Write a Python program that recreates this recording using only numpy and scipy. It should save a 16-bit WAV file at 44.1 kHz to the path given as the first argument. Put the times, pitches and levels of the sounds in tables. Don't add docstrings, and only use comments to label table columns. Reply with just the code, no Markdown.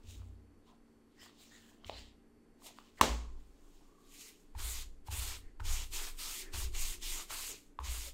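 import sys
import numpy as np
from scipy import signal
from scipy.fft import rfft, irfft, next_fast_len
from scipy.io import wavfile

SR = 44100
rng = np.random.default_rng(int(sys.argv[2]) if len(sys.argv) > 2 else 0)


def unload_wav(signal):
    wavfile.write(
        sys.argv[1],
        SR,
        np.round(np.clip(np.atleast_2d(signal).T, -1, 1) * 32767).astype(np.int16),
    )


def volts_from_decibels(level):
    exponent = np.asarray(level, float) / 20
    return 10 ** exponent


N = 358533
STEP = 32
PAD = next_fast_len(N, True)
HZ = np.fft.rfftfreq(PAD, 1 / SR) + 1


# (loudest at [s], rise [s], fall [s], peak [dB], relative fine grain [dB])
SLIDES = [(.1, .15, .3, -60.5, -5), (.68, .08, .17, -70, -7), (.88, .08, .4, -84, -5),
          (1.235, .14, .26, -60, -6.5), (1.41, .1, .5, -60.5, -5), (1.56, .2, .3, -68, -4.5),
          (1.7, .3, .2, -69.5, -4), (1.875, .05, .2, -55, -5), (1.985, .16, .15, -51, -18),
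          (2.08, .1, .17, -67, -25), (2.67, .09, .1, -55, -3), (2.78, .15, .4, -66, -6),
          (2.89, .3, .06, -71, -6), (2.99, .06, .02, -59, -4), (3.4, .2, .5, -75.5, -4),
          (3.76, .7, .45, -78, 3)]
# (loudest at [s], rise [s], fall [s], peak [dB])
FLEXES = [(0.0, .05, .1, -69), (.1, 0.35, 1.3, -74), (.685, .04, 0.22, -74), (1.25, .14, 0.24, -67.5),
          (1.41, .15, .6, -74), (1.7, .4, 0.42, -72), (1.86, .07, 0.018, -59.5), (1.9, 0.033, 0.22, -54.5),
          (2.62, 0.03, .06, -66.5), (2.675, 0.13, 0.12, -58), (2.79, 0.12, 0.13, -66.5),
          (2.99, 0.044, 0.023, -63), (3.42, 0.38, 0.12, -76), (3.7, .8, 1.08, -76.5)]
# (frequency [Hz], density [dB per Hz])
SKIN_SPECTRUM = [(880, -43), (1500, -20.5), (1840, -8), (2310, -7.5), (2930, -2.5), (4920, -6.5),
                 (5880, -10.5), (7300, -8), (10700, -23), (15700, -18.5)]
# (frequency [Hz], density [dB per Hz])
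HOLLOW_SPECTRUM = [(260, -20), (450, -5.5), (670, 3), (794, -3), (1010, 1.5), (1600, -8.5), (2080, -35.5),
                   (3520, -120)]


def handling():
    power = np.array([swells([row]) ** 2 for row in SLIDES])
    fine_db = np.array(SLIDES)[:, -1] @ power / power.sum(axis=0)
    grains = slips(9000, 1.4, SKIN_SPECTRUM, patchy_db=2.5, count=8)
    slide = spread(swells(SLIDES)) * brighten(grains, spread(fine_db) + 3.0)
    hollow = slips(3600, 5.4, HOLLOW_SPECTRUM, patchy_db=5.0, count=5)
    return slide + spread(swells(FLEXES)) * hollow


# (start [s], length [s], hiss [dB], drag on the leather [dB], drag gained along the stroke [dB])
STROKES = [
    (4.592, 0.23, -44.5, -59.5, -9),
    (5.124, 0.23, -43, -56.5, -2),
    (5.656, .18, -42.5, -57.5, -3),
    (5.927, 0.16, -45, -57, 7),
    (6.193, 0.23, -42.5, -63.5, -8),
    (6.547, 0.11, -43, -55, -6),
    (6.75, 0.19, -42.5, -59, -4.5),
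    (7.028, 0.19, -42, -59.5, 8),
    (7.305, 0.21, -43.5, -60, -9),
    (7.845, .24, -45, -60.5, -9.5),
]
# (loudest at [s], rise [s], fall [s], peak [dB])
GATHER = [
    (2.668, .07, .12, -52),
    (3.76, .9, .8, -74),
    (4.15, .13, .3, -58),
    (4.22, .25, .25, -52.5),
    (4.29, .25, .1, -53.5),
    (4.4, .02, .45, -77),
]
# (loudest at [s], rise [s], fall [s], drag [dB], relative hiss [dB])
SCUFFS = [
    (4.555, .015, .04, -67, -9),
    (5.074, .03, .045, -63, 8),
    (5.115, .02, .05, -64, 14),
    (5.603, .012, .04, -55, -6),
    (5.935, .025, .25, -68, 21),
    (6.535, .012, .04, -56, 8),
    (7.305, .02, .1, -60, 9),
    (7.55, .1, .17, -72, 17),
    (7.803, .02, .035, -58, -6),
]
# (frequency [Hz], density [dB per Hz])
CLOTH_SPECTRUM = [(1000, -45), (1700, -16.5), (1990, -6.5), (2890, -3), (5910, -5), (6800, -0.5),
                  (9150, -4.5), (9860, -9.5), (12100, -7.5), (15100, -11.5), (15700, -13)]
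# (frequency [Hz], density [dB per Hz])
DRAG_SPECTRUM = [(260, -14), (450, -2.5), (476, -12), (1030, -0.5), (1690, -5), (2000, -8), (2600, -10),
                 (4400, -120)]


def strokes():
    start_s, stop_s = 0.035, 0.079
    slow_ends_db, drag_ends_db, weave_ends_db = 3.0, 2.5, 3
    gather = swells(GATHER)
    hiss_gain = gather + swells([(*row[:3], row[3] + row[4]) for row in SCUFFS])
    drag_gain = volts_from_decibels(-24) * gather + swells(SCUFFS)
    fine_db = np.full(len(gather), -4.5)
    for s, length, hiss_db, drag_db, gained_db in STROKES:
        along = np.clip(2 * (np.arange(0, N, STEP) / SR - s) / length - 1, -1, 1)
        moving = ramp(s, s + length, start_s, stop_s)
        stroke_hiss_db = hiss_db + 0.073 * gained_db * along - slow_ends_db * along ** 2
        stroke_drag_db = drag_db + gained_db * along / 2 - drag_ends_db * along ** 2
        hiss_gain = hiss_gain + moving * volts_from_decibels(stroke_hiss_db)
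        drag_gain = drag_gain + moving * volts_from_decibels(stroke_drag_db)
        fine_db += np.sqrt(moving) * (1.0 - weave_ends_db * along ** 2)
    hiss = brighten(slips(25000, 1.2, CLOTH_SPECTRUM, patchy_db=1.9, count=8), spread(fine_db))
    drag = slips(5000, 2.33, DRAG_SPECTRUM, patchy_db=1.5, count=5)
    return spread(hiss_gain) * hiss + volts_from_decibels(1.83) * spread(drag_gain) * drag


def slips(per_s, uneven_db, spectrum, patchy_db, count):
    sizes = volts_from_decibels(uneven_db * np.minimum(rng.exponential(1, N), 5)) * rng.standard_normal(N)
    releases = sizes * (rng.random(N) < per_s / SR)
    place = np.clip(3 * np.log2(HZ / spectrum[1][0]), 0, count - 1)
    zones = np.clip(1 - np.abs(place - np.arange(count)[:, None]), 0, 1)
    parts = coloured(releases, spectrum, zone=zones)
    return rms_one(sum(volts_from_decibels(patchy_db * drift(8.2)) * part for part in parts))


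def brighten(x, db):
    top = signal.sosfiltfilt(signal.butter(2, 5500, "high", fs=SR, output="sos"), x)
    body_gain = np.sqrt(np.clip(1.4 - volts_from_decibels(np.minimum(db, 0)) ** 2, .05, 2))
    return (x - top) * body_gain + volts_from_decibels(np.clip(db, -20, 3) + 3.5) * top


# (start [s], length [s], frequency [Hz], width [Hz], level [dB])
POCKETS = [(0.062, 0.14, 3740, 400, -66.5), (0.659, 0.1, 1034, 90, -67), (1.167, 0.16, 1900, 250, -65.5),
           (1.186, .074, 5200, 500, -63), (1.196, 0.065, 3070, 400, -66), (1.39, 0.064, 4180, 1500, -68),
           (1.502, 0.11, 1870, 280, -64.5), (1.561, 0.24, 1770, 400, -72.5), (1.505, 0.11, 6960, 900, -67),
           (1.918, 0.092, 4100, 400, -55.5), (2.972, 0.043, 1980, 600, -61),
           (2.992, 0.025, 1070, 500, -48.5), (3.039, 0.32, 1080, 170, -62), (3.804, .46, 1149, 69.4, -75),
           (5.388, 0.16, 1930, 603, -73.5), (5.919, 0.11, 360, 60, -60), (6.183, 0.21, 1280, 298, -58),
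           (6.35, .47, 370, 72.5, -59), (6.4, .14, 1900, 700, -61), (6.859, .48, 349, 50, -63),
           (7.152, .11, 1230, 300, -59.5), (7.48, .094, 424, 178, -58), (8.043, 0.085, 546, 100, -62.5)]


def pockets():
    out = np.zeros(N + SR)
    for s, length, hz, width_hz, db in POCKETS:
        u = np.arange(round(length * SR)) / (length * SR)
        swell = np.sin(np.pi * u ** 0.73)
        out[round(s * SR):][:len(u)] += volts_from_decibels(db) * swell * narrow(hz, width_hz, size=SR // 2)[:len(u)]
    return out[:N]


# (time [s], peak [dB])
DROP = [
    (3.0115, -10),
]
# (frequency [Hz], level [dB], t60 [s])
CASE_MODES = [(640, -21.5, .03), (1900, -7, 0.013), (334, -18, 0.015), (234, -27.5, 0.53), (161, -34, 0.69),
              (280, -30, 0.5)]
# (frequency [Hz], density [dB per Hz])
SLAP_SPECTRUM = [(150, -5.5), (300, 5.5), (1000, 3), (1500, -4), (3000, -4), (5500, -9), (7000, -7),
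                 (10000, -20), (16500, -22.5)]


def drop():
    s, peak_db = DROP[0]
    after = np.arange(N) / SR - s
    click = np.zeros(N)
    click[round(s * SR)] = -volts_from_decibels(peak_db)
    modes = sum(volts_from_decibels(db) * ring(click, hz, t60) for hz, db, t60 in CASE_MODES)
    squeeze = volts_from_decibels(-700 * np.clip(after, 0, 1) - 60 * np.clip(after - .005, 0, 1) / 0.009) * (after > 0)
    crack = volts_from_decibels(peak_db - 9.0) * squeeze * rms_one(coloured(rng.standard_normal(N), SLAP_SPECTRUM))
    edge = signal.sosfilt(signal.butter(2, [1500, 16000], "band", fs=SR, output="sos"), click)
    tick = signal.sosfilt(signal.butter(4, 8500, "high", fs=SR, output="sos"), click)
    settle = volts_from_decibels(-29) * np.roll(tick, round(.131 * SR))
    held = np.clip(after / 0.001, .7, 1) * volts_from_decibels(-60 * np.clip(after - .003, 0, 1) / 0.0038) * (after > 0)
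    trapped = -volts_from_decibels(peak_db - 3.0) * held * np.sin(2 * np.pi * 1060 * after)
    near = trapped + modes + crack + volts_from_decibels(2.0) * edge + settle
    return near, coloured(click, SLAP_SPECTRUM)


# (time [s], peak [dB], pitch [Hz], contact [s], relative click [dB])
TAPS = [(1.845, -42, 3110, 0.0028, 1.5), (1.896, -24, 700, 0.0014, -8), (2.62, -51, 1073, 0.0028, -11.5),
        (2.786, -37, 1100, 0.0014, -6), (4.55, -42.5, 900, 0.0051, -13), (5.084, -37.5, 875, 0.0058, -11),
        (5.598, -40, 940, 0.005, -7), (5.603, -37, 1390, 0.0021, -6), (6.536, -45, 2560, 0.003, -7),
        (7.306, -36.5, 1020, 0.0024, -7), (7.789, -26, 1034, 0.0031, -14.5)]


def taps():
    out, t = np.zeros(N), np.arange(1024) / SR
    sharp_edge = volts_from_decibels(18.5) * (np.arange(1024) == 24)
    grit = rng.standard_normal((len(TAPS), 1024)) - sharp_edge
    cracks = signal.sosfilt(signal.butter(4, [1200, 4300], "band", fs=SR, output="sos"), grit)
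    for (s, peak_db, hz, contact, click_db), crack in zip(TAPS, cracks):
        held = np.minimum(t / .0006, 1) * volts_from_decibels(-60 * np.maximum(t - 0.8 * contact, 0) / .007)
        pad_ring = np.sin(2 * np.pi * hz * t)
        out[round(s * SR):][:1024] += volts_from_decibels(peak_db - 4.5) * held * (volts_from_decibels(click_db) * crack - pad_ring)
    return out


# (time [s], bench top [dB], stand [dB], frame [dB])
JOLTS = [(0.04, -51, -59, -64), (0.073, -51, -41.5, -64), (0.195, -45.5, -48, -64), (1.85, -51, -45, -61),
         (1.898, -65, -62, -55), (3.01, -53, -25.5, -45), (4.551, -45, -32, -58.5),
         (5.085, -38, -32.5, -32), (5.599, -40, -30.5, -40), (6.536, -41.5, -32, -33),
         (7.3, -57.5, -59, -66), (7.788, -53, -30.5, -32)]
# (part 1 top 2 stand 3 frame [-], frequency [Hz], relative level [dB], t60 [s], signed gain [-])
BENCH_MODES = [(1, 89.6, 2, 0.99, -0.67), (2, 57, -4.5, 0.72, -1.16), (2, 62, -1.5, 0.19, 0.74),
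               (3, 69, 1.5, 0.7, -0.48)]
# (time [s], level [dB])
LEANS = [(0.0, -66), (1.88, -61.5), (3.26, -48), (4.63, -43), (4.9, -44), (5.25, -43.5), (5.69, -37),
         (6.0, -45.5), (6.2, -50), (6.62, -34), (6.82, -36), (7.87, -42.5), (8.06, -55)]


def bench():
    stand_lag_s, stand_swell_s = .062, 0.044
    out, table = np.zeros(N), np.array(JOLTS)
    size = round(stand_swell_s * SR)
    for k, (part, hz, db, t60, sign) in enumerate(BENCH_MODES):
        clicks = np.zeros(N)
        clicks[np.round(table[:, 0] * SR).astype(int)] = sign * volts_from_decibels(table[:, round(part)] + db)
        if k == 1:
            burst = np.hanning(size) * np.cos(2 * np.pi * hz * np.arange(size) / SR) * 4 / size
            clicks = signal.fftconvolve(np.roll(clicks, round(stand_lag_s * SR)), burst)[:N]
        out += ring(clicks, hz, t60)
    out = signal.sosfilt(signal.butter(2, 130, fs=SR, output="sos"), out)
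    rocking = volts_from_decibels(-69) + swells([(s, 0.21, 0.84, db) for s, db in LEANS])
    return out + spread(rocking) * narrow(22, 9.0)


# (frequency [Hz], t60 [s])
ROOM_DECAY = [(150, 0.35), (1000, 0.4), (8000, 0.44), (15000, 0.3)]


def workshop(x):
    t, edges = np.arange(SR // 2) / SR, np.geomspace(100, 17000, 9)
    tail = 0
    for low, high in zip(edges, edges[1:]):
        band_filter = signal.butter(2, [low, high], "band", fs=SR, output="sos")
        band = signal.sosfilt(band_filter, rng.standard_normal(len(t)))
        tail = tail + band * volts_from_decibels(-60 * t / at_hz(ROOM_DECAY, np.sqrt(low * high)))
    tail = tail * np.clip((t - .004) / 0.0073, 0, 1)
    return signal.fftconvolve(x, tail / np.sqrt(np.sum(tail ** 2)))[:N]


# (frequency [Hz], density [dB per Hz])
AIR_SPECTRUM = [(30, -3), (100, -3.5), (120, -9), (160, -3.5), (250, 0.5), (330, -0.5), (440, -0.5),
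                (520, -10), (700, -14.5), (1100, -17), (2000, -20.5), (4000, -31.5), (8000, -31.5),
                (13000, -33.5)]
# (frequency [Hz], level [dB], 20 dB weaker from [s])
HUMS = [(230, -67.5, 3.1), (288.5, -71, 9.9), (90, -76, 3.6)]
# (frequency [Hz], rms level [dB])
LAMP_LINES = [(796.7, -87.5), (1066, -90), (4484, -91.5), (5523, -104), (8285, -101), (8629, -101)]


def background():
    t, wobble_db = np.arange(N) / SR, 1.2
    air = volts_from_decibels(-68) * rms_one(coloured(rng.standard_normal(N), AIR_SPECTRUM, skirt_db=-44))
    out = signal.sosfilt(signal.butter(8, 13500, fs=SR, output="sos"), air)
    for hz, db, stop in HUMS:
        level = volts_from_decibels(db + wobble_db * drift(4.5)) * np.clip((stop - t) / 0.2, .1, 1)
        out = out + level * np.sin(2 * np.pi * np.cumsum(hz + 1.494 * drift(1.5)) / SR)
    lines = sum(volts_from_decibels(db + 2.0 + wobble_db * drift(1.5)) * np.sin(2 * np.pi * hz * t) for hz, db in LAMP_LINES)
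    return out + lines * np.clip(7.0 - t, .3, 1)


def rms_one(x):
    return x / np.sqrt(np.mean(x ** 2) + 1e-20)


def at_hz(points, hz):
    return np.interp(np.log(hz), np.log(np.array(points)[:, 0]), np.array(points)[:, 1])


def coloured(x, spectrum, skirt_db=-24, zone=1):
    below = np.maximum(np.log2(spectrum[0][0] / HZ), 0)
    above = np.maximum(np.log2(HZ / spectrum[-1][0]), 0)
    gain = volts_from_decibels(at_hz(spectrum, HZ) + skirt_db * (below + above))
    return irfft(rfft(x, PAD) * gain * zone, PAD)[..., :N]


def drift(rate):
    r = np.exp(-80 * np.pi * rate / SR)
    slow = signal.lfilter([1], [1, -2 * r, r * r], rng.standard_normal(N // 40 + 2002))[2000:]
    return np.interp(np.arange(N) / 40, np.arange(len(slow)), rms_one(slow))


def ring(clicks, hz, t60):
    r, w = volts_from_decibels(-60 / (t60 * SR)), 2 * np.pi * hz / SR
    return signal.lfilter([0, np.sin(w)], [1, -2 * r * np.cos(w), r * r], clicks + 1e-18)


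def narrow(hz, width_hz, size=N):
    return rms_one(ring(rng.standard_normal(size + 4096), hz, 3.8 / width_hz)[4096:])


def ramp(start, end, rise, fall):
    t = np.arange(0, N, STEP) / SR
    away = np.maximum((start - t) / max(rise, .003), (t - end) / max(fall, .003))
    return volts_from_decibels(-30 * np.clip(away, 0, 4))


def swells(rows):
    return np.sqrt(sum((volts_from_decibels(row[3]) * ramp(row[0], row[0], row[1], row[2])) ** 2 for row in rows))


def spread(slow):
    return np.interp(np.arange(N), np.arange(0, N, STEP), slow)


def scene():
    rub = handling() + strokes() + pockets()
    slap, slap_far = drop()
    touch = taps()
    room = workshop(volts_from_decibels(-19.5) * rub + volts_from_decibels(18.0) * slap_far + volts_from_decibels(-10.0) * touch)
    low_pass = signal.cheby2(20, 50, 16000, fs=SR, output="sos")
    steady = signal.sosfilt(low_pass, rub + room + background())
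    return np.tile(steady + slap + touch + bench(), (2, 1))


def top_cut(x):
    return signal.sosfilt(signal.butter(12, 17090, fs=SR, output="sos"), x)


def record(dry):
    hiss_band = signal.butter(4, [4000, 9600], "band", fs=SR, output="sos")
    hiss = signal.sosfilt(hiss_band, rng.standard_normal(N))
    dry = signal.sosfilt(signal.cheby2(16, 60, 17100, fs=SR, output="sos"), dry)
    mix = dry + volts_from_decibels(-92.0) * hiss * [[1], [-1]]
    return top_cut(mix)


dry = scene()
out = record(dry)
unload_wav(out)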